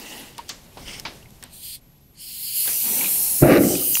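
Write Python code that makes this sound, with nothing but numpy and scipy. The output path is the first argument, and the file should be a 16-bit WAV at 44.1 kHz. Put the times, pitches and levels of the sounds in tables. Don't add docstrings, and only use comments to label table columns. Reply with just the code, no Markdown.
import sys
import numpy as np
from scipy import signal
from scipy.fft import rfft, irfft
from scipy.io import wavfile

SR = 44100
rng = np.random.default_rng(int(sys.argv[2]) if len(sys.argv) > 2 else 0)


def transcribe(u):
    v = np.clip(np.atleast_2d(u).T, -1, 1)
    q = np.round(v * 32767).astype(np.int16)
    wavfile.write(sys.argv[1], SR, q)


def boost_factor(decibels):
    exponent = np.asarray(decibels, float) / 20
    return 10 ** exponent


N = 176400
TIME = np.arange(N) / SR
BIN_HZ = np.arange(N // 2 + 1) * SR / N
TOP_HZ = 15780


def white():
    return rng.standard_normal(N)


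def rms_one(x):
    return x / np.sqrt(np.mean(x ** 2) + 1e-20)


def band(x, order, low_hz, high_hz):
    return signal.sosfilt(signal.butter(order, [low_hz, high_hz], "band", fs=SR, output="sos"), x)


def fade(t, t60):
    return boost_factor(-60 * t / t60)


def in_time(rows):
    s, db, *shares = np.transpose(rows)
    inside = (TIME >= s[0] - 0.005) * (TIME <= s[-1] + 0.005)
    level = boost_factor(np.interp(TIME, s, db)) * inside
    return [level] + [boost_factor(np.interp(TIME, s, share)) for share in shares]


def drift(rate_hz):
    r = np.exp(-2 * np.pi * rate_hz / SR)
    wander = signal.lfilter([1], [1, -2 * r, r * r], rng.standard_normal(N + SR))
    return rms_one(wander[SR:])


def humps(hz, peaks):
    return sum(boost_db / (1 + (2 * (hz - peak_hz) / width) ** 2) for peak_hz, width, boost_db in peaks)


def colour(x, spectrum, peaks=(), patchy_db=0.0, patch_hz=12, count=1):
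    hz = np.arange(1, N // 2 + 2) * SR / N
    f, db = np.transpose(spectrum)
    octaves_outside = np.maximum(np.log2(f[0] / hz), 0) + np.maximum(np.log2(hz / f[-1]), 0)
    shape = np.interp(np.log(hz), np.log(f), db) - 24 * octaves_outside
    bins = rfft(x) * boost_factor(shape + humps(hz, peaks))
    if not patchy_db:
        return rms_one(irfft(bins, N))
    top = int(count * np.log2(min(f[-1], SR / 2) / f[1]))
    place = np.clip(count * np.log2(hz / f[1]), 0, top)
    out = np.zeros(N)
    for k in range(top + 1):
        one_band = irfft(bins * np.clip(1 - abs(place - k), 0, 1), N)
        out += one_band * boost_factor(patchy_db * drift(patch_hz))
    return rms_one(out)


# time in seconds, level in dB.
MURMUR_LEVEL = [(0, -48), (.3, -48), (.55, -51.5), (.68, -52), (.76, -51), (.8, -46.5), (1.15, -49.5),
                (1.3, -55.5), (1.45, -53.5), (1.8, -62.5), (2.6, -61), (2.7, -51), (2.82, -48.5)]
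# pitch in Hz, strength in dB per Hz.
MURMUR_COLOUR = [(120, -27), (200, -2.5), (450, -9), (850, -8.5), (1300, -16.5), (2800, -15),
                 (11400, -19.5), (15800, -27)]
# time in seconds, level in dB.
RUMBLE_LEVEL = [(0, -56), (.74, -52), (.8, -46), (1.5, -54), (2.0, -56), (3.0, -56.5), (3.3, -51.5),
                (4.0, -54)]
# pitch in Hz, strength in dB per Hz.
RUMBLE_COLOUR = [(8.8, -7), (15, 15), (76, 9), (150, 11.5), (600, -12.5), (780, -55), (1320, -120)]


def room():
    s, db = np.transpose(MURMUR_LEVEL)
    murmur = boost_factor(np.interp(TIME, s, db)) * colour(white(), MURMUR_COLOUR, patchy_db=1.2)
    unsteady = boost_factor(1.5 + 0.29 * drift(2.7))
    rumble = in_time(RUMBLE_LEVEL)[0] * unsteady * colour(white(), RUMBLE_COLOUR)
    circuit_hiss = boost_factor(-76) * white()
    whine_hz, whine_db, dip_db, dip_rate_hz = 11715, -59, -14, 22
    dip = np.clip(-3 - 3 * drift(dip_rate_hz), 0, 1)
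    whine = boost_factor(whine_db + dip_db * dip) * np.sin(2 * np.pi * whine_hz * TIME)
    return murmur + rumble + circuit_hiss + whine


# time in seconds, level in dB.
RUB_LEVELS = [
    [(0, -39.5), (.13, -38), (.22, -40.5), (.29, -48.5), (.37, -71)],
    [(.8, -52), (.85, -48.5), (.88, -35.5), (.96, -39), (1.005, -41), (1.02, -67), (1.06, -69)],
    [(2.81, -59), (2.86, -36.5), (2.97, -37), (3.04, -30.5), (3.12, -40.5), (3.39, -49.5)],
]
# pitch in Hz, strength in dB per Hz.
FIRST_RUB_COLOUR = [(88, -44), (150, -22), (221, 6.5), (1220, -10), (2860, -7.5), (4060, -5),
                    (15500, -10.5)]
SECOND_RUB_COLOUR = [(88, -34), (150, 2), (1090, -9), (2100, -14), (3980, -14), (5440, -8.5),
                     (15500, -17.5)]
THIRD_RUB_COLOUR = [(59, -45), (100, -8), (219, 9.5), (478, 0.5), (837, -2), (1120, -7.5), (3400, -0.5),
                    (4420, -5), (7480, -120)]
# pitch in Hz, width in Hz, boost in dB.
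RUB_RINGING = [
    [(848, 76, 11.5), (1950, 250, 10), (2820, 450, 13.5)],
    [(2150, 540, 15), (3060, 1000, 16.5), (5200, 1700, 12.5), (8600, 960, 11)],
    [(860, 190, 9), (2300, 310, 6.5)],
]


def rubs():
    colours = (FIRST_RUB_COLOUR, SECOND_RUB_COLOUR, THIRD_RUB_COLOUR)
    out = np.zeros(N)
    for rows, tone, peaks in zip(RUB_LEVELS, colours, RUB_RINGING):
        out += in_time(rows)[0] * colour(white(), tone, peaks, patchy_db=2.5, patch_hz=18, count=3)
    return out


# start in seconds, peak in dB, ring pitch in Hz, share of the crack in dB.
TICK_EVENTS = [(.348, -35, 3000, -15), (.381, -35.5, 5100, 15.5), (0.389, -19, 944, -22),
               (0.493, -25.5, 6600, 5), (0.4987, -16, 4460, -12), (0.882, -24, 2980, -16),
               (0.998, -20, 5340, 1), (1.053, -16, 2300, -21), (1.058, -23, 935, -20),
               (1.227, -35, 2780, -21), (1.257, -36.5, 2150, -16), (1.306, -56, 7000, 20),
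               (1.427, -32, 5500, 5), (1.438, -19, 8600, -5), (1.92, -56, 5000, 4),
               (2.677, -15.5, 3300, -15), (3.011, -15, 2300, -34), (3.044, -14, 2550, -9),
               (3.058, -15, 2460, -6), (3.425, -30, 1595, 12), (3.433, -13.5, 1380, -7),
               (3.443, -7.5, 283, -30), (3.485, -0.5, 522, -30), (3.519, -17, 2000, -6),
               (3.552, -5.5, 343, -30), (3.624, -10.5, 221, -30), (3.573, -16.5, 4060, -3),
               (3.634, -20, 2100, -12), (3.753, -18, 2530, 3), (3.821, -31, 1230, -11),
               (3.953, -5, 2810, -18), (3.9536, -4.5, 6160, -3.5), (3.971, -21.5, 2500, 11.5)]


def ticks():
    ring_cycles, crack_t60_s = 36, 0.008
    out = np.zeros(N + SR)
    t = np.arange(SR // 10) / SR
    for s, db, hz, crack_db in TICK_EVENTS:
        tones = np.sin(2 * np.pi * hz * t) + 0.5 * np.sin(2 * np.pi * hz * 1.126 * t)
        swell = np.minimum(t * hz / 4, 1)
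        ring = 1.07 * fade(t, ring_cycles / hz) * swell * tones
        noise = rng.standard_normal(len(t))
        crack = 0.81 * band(noise, 1, hz / 3, min(2.2 * hz, TOP_HZ)) * fade(t, crack_t60_s)
        out[int(s * SR):][:len(t)] += boost_factor(db) * (ring + boost_factor(crack_db) * crack)
    return out[:N]


# start in seconds, peak in dB, lowest pitch in Hz, highest pitch in Hz, t60 in seconds.
KNOCK_EVENTS = [(0.381, -32.5, 700, 4850, 0.13), (0.482, -37, 2610, 8050, 0.13),
                (0.4904, -22, 2970, 7700, 0.095), (0.4938, -29.5, 870, 2870, .12),
                (0.77, -33, 174, 1150, 0.16), (.771, -36, 1500, 5500, .1), (1.051, -22, 685, 5200, 0.15),
                (1.425, -35.5, 603, 4500, 0.18), (2.653, -39.5, 397, 2010, 0.23),
                (2.674, -25, 390, 3600, 0.12), (3.929, -27, 5500, 7700, 0.2),
                (3.942, -14.5, 5440, 7540, 0.1)]


def knocks():
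    rise_s, tail_t60_s, tail_db = 0.0009, 0.4, -11
    thud_db, thud_low_hz, thud_high_hz = -8, 48, 700
    out = np.zeros(N + SR)
    t = np.arange(SR // 2) / SR
    for s, db, low_hz, high_hz, t60 in KNOCK_EVENTS:
        rattle = rms_one(band(rng.standard_normal(len(t)), 5, low_hz, high_hz))
        knock = rattle * (fade(t, t60) + boost_factor(tail_db) * fade(t, tail_t60_s))
        if low_hz < 2500:
            thud = rms_one(band(rng.standard_normal(len(t)), 5, thud_low_hz, thud_high_hz))
            knock += boost_factor(thud_db) * thud * fade(t, tail_t60_s)
        out[int(s * SR):][:len(t)] += boost_factor(db - 8.5) * (1 - np.exp(-t / rise_s)) * knock
    return out[:N]


# time in seconds, level in dB, share of the dull part
# in dB.
GAS_LEVELS = [
    [(1.5, -64, 3), (1.535, -43, -7), (1.61, -43, -5.5), (1.64, -37, -5), (1.756, -37, -2.5),
     (1.79, -67, 3)],
    [(2.15, -74, 11), (2.19, -50.5, 5), (2.21, -40.5, -2), (2.29, -38.5, 0), (2.53, -30, -3.5),
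     (2.57, -23, -7.5), (3.0, -20, -15), (3.42, -22, -11.5), (3.44, -28, -31), (3.59, -31.5, -21),
     (3.62, -26, -17.5), (3.76, -27, -8), (3.84, -19.5, -17.5), (4.0, -19.5, -18)],
]
# pitch in Hz, strength in dB per Hz.
BRIGHT_COLOUR = [(3530, -56), (6000, -11), (8100, -5.5), (8670, -1.5), (9450, -2.5), (11400, 2),
                 (15800, 0.5)]
# pitch in Hz, strength in dB per Hz.
DULL_COLOUR = [(1200, -29.5), (2200, -8.5), (2900, -1), (3600, -5), (4300, 5), (5100, 2), (6000, -8.5),
               (8500, -1.5)]
# time in seconds, stage number.
MOUTH_STAGE = [
    (1.8, 0),
    (2.1, 1),
    (2.6, 1),
    (2.72, 2),
    (2.98, 2),
    (3.1, 3),
    (3.42, 3),
    (3.6, 4),
]
# pitch in Hz, width in Hz, boost in dB.
MOUTH_HUMPS = [
    [(3420, 500, 7.5), (5360, 500, -4), (6640, 400, -5), (7840, 400, -4), (8600, 500, 6.5), (9400, 500, -1),
     (11500, 640, 3.5), (13200, 370, 6)],
    [(1870, 700, -3.5), (3900, 160, -10), (5900, 700, -6.5), (7040, 600, 2), (7700, 300, -8),
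     (9950, 350, -7), (11070, 600, 6.5), (12600, 300, 4), (14900, 400, 5)],
    [(4500, 1700, -2), (5900, 520, 7.5), (8650, 400, -1), (10160, 500, -4.5), (10900, 440, 3),
     (14500, 400, 6), (15300, 600, -7)],
    [(3300, 890, -8), (4720, 400, -7.5), (5500, 440, 8), (6300, 300, -1), (6630, 320, 4), (8700, 360, 0.5),
     (9400, 500, 2), (11200, 940, 3), (15200, 700, -2)],
    [(3040, 530, 7), (4900, 270, 5.5), (7700, 770, -8), (8500, 830, 3.5), (9800, 300, -1), (14700, 700, 3),
     (15600, 600, -5)],
]
# time in seconds, level in dB.
LIT_LEVEL = [
    (3.6, -39),
    (3.64, -31.5),
    (3.71, -26),
    (3.76, -29.5),
    (3.84, -50),
]
# pitch in Hz, strength in dB per Hz.
LIT_COLOUR = [(2650, -46), (4500, -15), (5940, 1.5), (6700, -4.5), (8240, 3.5), (10000, -5), (13000, -47),
              (22000, -120)]


def jet():
    patchy_db, patch_hz = 2.2, 5
    bright = colour(white(), BRIGHT_COLOUR, (), patchy_db, patch_hz, count=12)
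    dull = colour(white(), DULL_COLOUR, (), patchy_db, patch_hz, count=7)
    airy_hz, full_flow_db = 12900, -35.5
    soft = signal.sosfiltfilt(signal.butter(4, airy_hz, fs=SR, output="sos"), bright)
    gas = np.zeros(N)
    for rows in GAS_LEVELS:
        level, share = in_time(rows)
        airy = np.clip(level / boost_factor(full_flow_db), 0, 1) * (bright - soft)
        gas += level * (soft + airy + share * dull)

    bins = rfft(gas)
    stage = np.interp(TIME, *np.transpose(MOUTH_STAGE))
    shaped = np.zeros(N)
    for k, peaks in enumerate(MOUTH_HUMPS):
        blend = np.clip(1 - abs(stage - k), 0, 1)
        shaped += blend * irfft(bins * boost_factor(humps(BIN_HZ, peaks)), N)
    return shaped + in_time(LIT_LEVEL)[0] * colour(white(), LIT_COLOUR)


# time in seconds, roar in dB, share of crackle in dB, share of the upper roar in dB.
FLARE_LEVELS = [
    (3.395, -59, 4, -18),
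    (3.412, -30, -16, -14),
    (3.424, -7.5, -26.5, -10),
    (3.46, -13, -17, 0),
    (3.52, -15, -5.5, 1),
    (3.575, -20, -5.5, 7),
    (3.6, -14.5, -21, -9),
    (3.72, -23, -22.5, -5),
    (3.95, -44, -20, -10.5),
]
# pitch in Hz, strength in dB per Hz.
ROAR_COLOUR = [(40, -11), (90, -7.5), (140, 1.5), (350, 5), (600, -1.5), (780, -5), (920, -18.5),
               (1300, -27)]
# pitch in Hz, strength in dB per Hz.
CRACKLE_COLOUR = [(1000, -12), (1170, 5.5), (2300, 4), (2900, -2), (3150, -17), (3900, -7.5), (4400, -12),
                  (5500, -12)]
# pitch in Hz, width in Hz, boost in dB.
PANEL_HUMPS = [(138, 18, 4.5), (225, 20, -0.5), (288, 16.5, 7.5), (370, 14, 5), (528, 17, 5.5),
               (610, 20, 9.5), (1160, 70, 3), (1380, 34, 6)]


def ignition():
    level, crackle_share, upper_share = in_time(FLARE_LEVELS)
    flutter_db, flutter_hz, pops_per_s = 1.5, 59, 920
    flutter = boost_factor(flutter_db * drift(flutter_hz))

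    roar = colour(white(), ROAR_COLOUR, PANEL_HUMPS)
    low_band = signal.butter(2, [60, 400], "band", fs=SR, output="sos")
    low = signal.sosfiltfilt(low_band, roar)
    whoomph = rms_one(flutter * (low + upper_share * (roar - low)))

    pop_here = rng.random(N) < pops_per_s / SR
    pops = pop_here * white() * boost_factor(1.3 * rng.exponential(1, N))
    pops += 0.19 * white()
    crackle = rms_one(flutter * colour(pops, CRACKLE_COLOUR, PANEL_HUMPS))
    return level * (whoomph + crackle_share * crackle)


def scene():
    return (room() + rubs() + ticks() + knocks() + jet() + ignition())[None]


def band_limit(x):
    return signal.sosfilt(signal.butter(12, 17050, fs=SR, output="sos"), x)


def record(dry):
    limit = 1
    bins = rfft(limit * np.tanh(dry / limit))
    top_cut = np.clip((TOP_HZ + 30 - BIN_HZ) / 150, 0, 1) ** 2
    return band_limit(irfft(bins * top_cut, N))


dry = scene()
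out = record(dry)
transcribe(out)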